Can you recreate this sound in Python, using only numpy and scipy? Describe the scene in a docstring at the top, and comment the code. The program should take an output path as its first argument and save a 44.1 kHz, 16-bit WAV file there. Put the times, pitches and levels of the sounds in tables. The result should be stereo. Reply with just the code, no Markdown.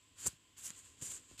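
"""A hand shifts its grip on a small recorder held over a clock movement, in a quiet room.
Hiss and a low hum lie beneath from the start. Skin slides beside the right microphone port (its
opening), whose cavity rings near 7.4 kHz, and the casing swishes on both sides. This first stroke
skids and rumbles; the finger catches with small ticks and bumps the casing. Two more strokes follow,
with more ticks and bumps. At the very end a rub starts on the left side and snaps once."""
import sys
import numpy as np
from scipy import signal
from scipy.fft import rfft, irfft, next_fast_len
from scipy.io import wavfile

SR = 44100
rng = np.random.default_rng(int(sys.argv[2]) if len(sys.argv) > 2 else 0)


def unload_audio(sound):
    """Save the sound as a 16-bit wav file, at the path given as the first command line argument."""
    columns = np.transpose(np.atleast_2d(sound))
    # keep every value between -1 and 1, then stretch to whole-number steps
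    steps = np.round(np.clip(columns, -1, 1) * 32767)
    wavfile.write(sys.argv[1], SR, steps.astype(np.int16))


N = 61739
TIME = np.arange(N) / SR
FADE_S = 0.0059  # how fast strokes fade in and out, and the room noise steps up


def from_db(db):
    """Turn decibels into a number to multiply by."""
    return 10 ** (np.asarray(db) / 20)


def unit_level(x):
    """Scale a sound so its average level (rms) is 1."""
    return x / np.sqrt(np.mean(x ** 2) + 1e-20)


def pan(db):
    """Left and right gains: positive dB turns the right side down, negative dB the left."""
    return from_db([[min(db, 0)], [min(-db, 0)]])


def colour(x, spectrum):
    """Make some pitches stronger than others, then set the average level to 1."""
    hz, db = np.transpose(spectrum)
    size = next_fast_len(N)
    bin_hz = np.maximum(np.arange(size // 2 + 1) * SR / size, 1)
    gains = from_db(np.interp(np.log(bin_hz), np.log(hz), db))
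    return unit_level(irfft(rfft(x, size) * gains, size)[:N])


def noise(spectrum):
    """Smooth noise with the given tone colour."""
    return colour(rng.standard_normal(N), spectrum)


def resonate(x, hz, width):
    """Keep a narrow band around one pitch, at average level 1."""
    return unit_level(signal.lfilter(*signal.iirpeak(hz, hz / width, fs=SR), x))


# Tone colour of the room's noise: (frequency [Hz], relative level [dB])
ROOM_COLOUR = [(25, -7), (45, -4), (70, 2.5), (105, -2), (135, -5.5), (200, -8.5), (280, -2), (420, -11.5),
               (700, -19.5), (1500, -26), (4000, -45)]
def room():
    """Low room noise, mostly alike in both ears, that steps up during the second stroke."""
    level_db, shared, rise_db, rise_at_s = -76, 0.87, 3.5, 0.644
    both_ears = np.sqrt(shared) * noise(ROOM_COLOUR)
    each_ear = np.sqrt(1 - shared) * np.array([noise(ROOM_COLOUR), noise(ROOM_COLOUR)])
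    rise = np.clip((TIME - rise_at_s) / FADE_S, 0, 1)
    return from_db(level_db + rise_db * rise) * (both_ears + each_ear)


# Faint tones in the room: (pitch [Hz], rough width [Hz], level [dB])
ROOM_TONES = [(99, 9, -78), (1035, 45, -82)]
def hum():
    """Wavering room tones: noise narrowed twice until it has a pitch."""
    out = np.zeros(N)
    for hz, width, db in ROOM_TONES:
        band = resonate(rng.standard_normal(N), hz, 2 * width)
        out += from_db(db) * resonate(band, hz, 2 * width)
    return out


# Tone colour of each microphone's hiss: (frequency [Hz], relative level [dB])
LEFT_HISS = [(300, -4.5), (750, -10.5), (1400, -7.5), (2300, -3), (3100, 1.5), (3900, -6.5), (4700, -4),
             (6000, -14.5), (7800, -10), (9000, -16), (14500, -20.5)]
RIGHT_HISS = [(300, -20), (750, -11.5), (1400, -8.5), (2300, -2.5), (3100, 4.5), (4000, -4.5), (5500, -8),
              (6400, -2.5), (7100, 4.5), (7800, 10), (8600, -8.5), (10000, -15), (14500, -19)]
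# How loud the hiss is: (left [dB], right [dB])
HISS_LEVELS = [-68, -66]
def hiss():
    """Each microphone makes its own steady hiss."""
    return from_db(HISS_LEVELS)[:, None] * np.array([noise(LEFT_HISS), noise(RIGHT_HISS)])


def friction():
    """Skin ridges make tiny slips, uneven in size, over a smooth hiss."""
    slips_per_s, spread_db, smooth_share = 3200, 4, 0.39
    sizes = from_db(spread_db * np.minimum(rng.exponential(1, N), 3))
    signs = rng.choice([-1, 1], N)
    slips = unit_level(sizes * signs * (rng.random(N) < slips_per_s / SR))
    return np.sqrt(1 - smooth_share) * slips + np.sqrt(smooth_share) * rng.standard_normal(N)


# Pitches the casing rings at: (pitch [Hz], width [Hz], relative level [dB])
CASING_RINGS = [(4940, 120, -7.5), (5868, 45, -10), (6440, 110, -7), (7050, 62, -3.5), (7150, 40, -1.5),
                (7550, 43, 3), (7770, 35, -5), (8260, 50, 2), (8850, 45, -4.5), (9470, 62, -10.5)]
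def casing_ring(slips):
    """Friction makes the casing ring at many high pitches at once."""
    return unit_level(sum(from_db(db) * resonate(slips, hz, width) for hz, width, db in CASING_RINGS))


# Tone colour of the port's hollow: (frequency [Hz], relative level [dB])
PORT_COLOUR = [(3000, -22), (5200, -34), (6200, -10), (6900, 1), (7500, 1), (7900, 0), (8600, -12.5),
               (10000, -23.5), (15000, -33)]
PORT_PAN_DB = -46
def port_ring():
    """The same slips of skin ring both the right port and the casing."""
    slips = friction()
    return (from_db(3) * colour(slips, PORT_COLOUR) + from_db(-1) * casing_ring(slips)) * pan(PORT_PAN_DB)


# Tone colour of the skin's sizzle: (frequency [Hz], relative level [dB])
SIZZLE_COLOUR = [(2500, -24), (4200, -13.5), (5400, -6), (6000, -0.5), (7000, 0.5), (9200, 1.5),
                 (10500, -3), (12000, -7.5), (14500, -10)]
def sizzle():
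    """Sliding skin makes a fine, high sizzle, mostly on the right."""
    return from_db(9.5) * colour(friction(), SIZZLE_COLOUR) * pan(-21.5)


# Tone colour of the swish on each side: (frequency [Hz], relative level [dB])
LEFT_SWISH = [(60, -5), (280, -4), (500, -3.5), (620, -10.5), (850, -11.5), (1050, 0.5), (1200, -5),
              (1550, 0.5), (2200, -2), (3100, 3), (3900, -1), (4700, -1), (5800, -6), (7500, -7),
              (9300, -15), (11500, -11), (14500, -16.5)]
RIGHT_SWISH = [(60, 4), (280, -0.5), (500, -9.5), (620, -18), (850, -9), (1050, -7.5), (1200, -5),
               (1550, -2), (2200, -3), (3100, 2), (4500, -3), (6000, -7), (9000, -30), (14500, -20)]
# Boost given to the swish: (left [dB], right [dB])
SWISH_BOOST = [4, 2]
def swish():
    """The rubbed casing swishes into both microphones."""
    return from_db(SWISH_BOOST)[:, None] * np.array([noise(LEFT_SWISH), noise(RIGHT_SWISH)])


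# How each stroke swells and fades, one list per stroke:
# (time [s], port gain [dB], sizzle gain [dB], swish gain [dB])
STROKE_SHAPES = [
    [(0.16, -77, -89, -76), (0.188, -56, -65.5, -61.5), (0.254, -45, -57.5, -55.5), (0.27, -30, -39, -53),
     (0.28, -37, -49, -58), (0.292, -57.5, -65, -58.5), (0.37, -75.5, -91, -76.5)],
    [(0.568, -68, -90, -67), (0.582, -54.5, -60.5, -63.5), (0.62, -57.5, -68, -64.5),
     (0.654, -46, -50, -58.5), (0.67, -45.5, -51, -57.5), (0.696, -55, -60.5, -59.5),
     (0.704, -56.5, -64, -58), (0.728, -63.5, -83, -65), (0.79, -54.5, -70, -64),
     (0.824, -65.5, -85, -70.5), (0.862, -59, -77, -67), (0.96, -72, -95, -77), (0.968, -73, -88, -74),
     (1.008, -60.5, -77, -67.5)],
    [(1.016, -50, -66, -57), (1.024, -46.5, -55.5, -58), (1.068, -44.5, -56.5, -58.5),
     (1.092, -48.5, -63, -62), (1.118, -45.5, -54.5, -55), (1.132, -46, -66, -61.5),
     (1.166, -49, -61, -60.5), (1.182, -58.5, -75, -63), (1.218, -67.5, -90, -72.5),
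     (1.238, -65.5, -96, -70.5), (1.27, -67.5, -93, -77), (1.312, -61, -87, -66), (1.352, -65, -100, -71),
     (1.37, -65, -88, -71)],
]
def strokes():
    """Skin slides three times, turning the ring, sizzle and swish up and down."""
    gains = np.zeros((3, N))
    for rows in STROKE_SHAPES:
        times, *curves = np.transpose(rows)
        inside_s = np.minimum(TIME - times[0], times[-1] - TIME)  # negative outside the stroke
        fade = np.clip(1 + inside_s / FADE_S, 0, 1)
        gains += fade * from_db([np.interp(TIME, times, db) for db in curves])
    port_gain, sizzle_gain, swish_gain = gains
    return port_gain * port_ring() + sizzle_gain * sizzle() + swish_gain * swish()


def swell(peak_s, half_width_s):
    """A bell-shaped rise to 1 and back."""
    return np.exp(-.5 * ((TIME - peak_s) / half_width_s) ** 2)


# Tone colour of the skid: (frequency [Hz], relative level [dB])
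SKID_COLOUR = [(40, 9.5), (120, -2), (420, 3), (700, -4), (1050, 1), (1600, -10), (3000, -25), (6000, -42)]
def skid():
    """The casing gives a short, low shake as the finger presses hardest."""
    return from_db(-39.5) * swell(peak_s=.266, half_width_s=.0045) * noise(SKID_COLOUR) * pan(-13)


# Shifts of the grip: (peak time [s], half width [s], level [dB])
GRIP_SHIFTS = [(.268, .015, -53), (1.029, 0.0099, -55), (1.12, 0.07, -64), (1.333, .016, -62)]
# Tone colour of their rumble: (frequency [Hz], relative level [dB])
RUMBLE_COLOUR = [(25, -9), (60, -1), (100, 4.5), (140, -5.5), (190, -7.5), (265, -3), (380, -10),
                 (520, -7.5), (700, -31), (2500, -47)]
def rumble():
    """Low swells travel through the casing while the hand moves."""
    loudness = sum(from_db(db) * swell(peak_s, width) for peak_s, width, db in GRIP_SHIFTS)
    return loudness * noise(RUMBLE_COLOUR) * pan(-3.5)


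def ring(start_s, hz, fade_s):
    """A pure tone that dies away by 60 dB in fade_s."""
    age = np.maximum(TIME - start_s, 0)
    return np.sin(2 * np.pi * hz * age) * from_db(-60 * np.minimum(age / fade_s, 10))


# Catches of the finger: (time [s], gain [dB], left minus right [dB])
CATCHES = [(.2693, -23, -12), (0.33, -46, -12), (.655, -48, -22), (.669, -45, -20), (.7045, -20.5, -29),
           (1.0241, -22.5, -35), (1.1178, -28, -29), (1.1200, -31, -24)]
# Tones in every tick: (pitch [Hz], relative level [dB], time to fade by 60 dB [s])
TICK_TONES = [(7180, -3, 0.0045), (9500, -21, 0.0017), (2750, -16, 0.0017)]
def ticks():
    """Each single catch of the skin rings the port for an instant."""
    rings = sum(from_db(db + tone_db) * ring(start_s, hz, fade_s) * pan(pan_db)
                for start_s, db, pan_db in CATCHES for hz, tone_db, fade_s in TICK_TONES)
    low_cut = signal.butter(2, 700, "high", fs=SR, output="sos")
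    high_cut = signal.butter(6, 10900, fs=SR, output="sos")
    return signal.sosfilt(high_cut, signal.sosfilt(low_cut, rings + 1e-18))


# Bumps on the casing: (time [s], peak level [dB], low edge [Hz], high edge [Hz])
CASING_BUMPS = [(0.2776, -38, 44.5, 151), (0.3307, -52.5, 104, 179), (.7043, -46, 80, 260),
                (1.0226, -38, 75, 170), (1.3134, -45.5, 119, 397)]
def bumps():
    """Each bump is one push on the casing: a short, dull thud with its own level and pitch range."""
    out = np.zeros(N)
    for start_s, db, low_hz, high_hz in CASING_BUMPS:
        band = signal.butter(2, [low_hz, high_hz], "band", fs=SR, output="sos")
        push = signal.unit_impulse(N, int(start_s * SR))
        thud = signal.sosfilt(band, push + 1e-18)
        out += from_db(db) * thud / np.abs(thud).max()
    return out * pan(-22.5)


# Tone colour of the last rub: (frequency [Hz], relative level [dB])
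RUB_COLOUR = [(60, -16), (700, -12), (1500, -8), (3100, 1), (4500, -2), (6000, -6), (8000, 2), (10000, -11),
              (14500, -17)]
# How loud that rub is: (left [dB], right [dB])
RUB_LEVELS = [-53.5, -55.5]
def left_rub():
    """The left side of the grip starts to slide; the right port rings along."""
    start_s, rise_s = 1.3765, 0.0023
    rise = np.clip((TIME - start_s) / rise_s, 0, 1)
    skin = np.array([colour(friction(), RUB_COLOUR) for _ in range(2)])
    port = from_db(-54) * noise(PORT_COLOUR) * pan(PORT_PAN_DB)
    return rise * (from_db(RUB_LEVELS)[:, None] * skin + port)


# Tone colour of the snap: (frequency [Hz], relative level [dB])
SNAP_COLOUR = [(500, -17), (2000, -27), (3100, 2.5), (4500, 0.5), (6500, -9), (8200, 2), (11000, -6),
               (14500, -11)]
def snap():
    """The sliding grip snaps once on the left: a bright burst of noise."""
    start_s, fade_s = 1.3942, 0.0063
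    age = np.maximum(TIME - start_s, 0)
    decay = (TIME >= start_s) * from_db(-60 * age / fade_s)
    return from_db(-33) * decay * noise(SNAP_COLOUR) * pan(26)


def scene():
    """Add the sounds of the hand to the quiet background."""
    hand = strokes() + skid() + rumble() + ticks() + bumps() + left_rub() + snap()
    return hand + room() + hum() + hiss()


def record(dry):
    """The microphones lose the deepest bass, and the highest treble is cut steeply."""
    low_cut = signal.butter(2, 35, "high", fs=SR, output="sos")
    high_cut = signal.ellip(12, .1, 70, 14600, fs=SR, output="sos")
    return signal.sosfilt(high_cut, signal.sosfilt(low_cut, dry))


dry = scene()
out = record(dry)
unload_audio(out)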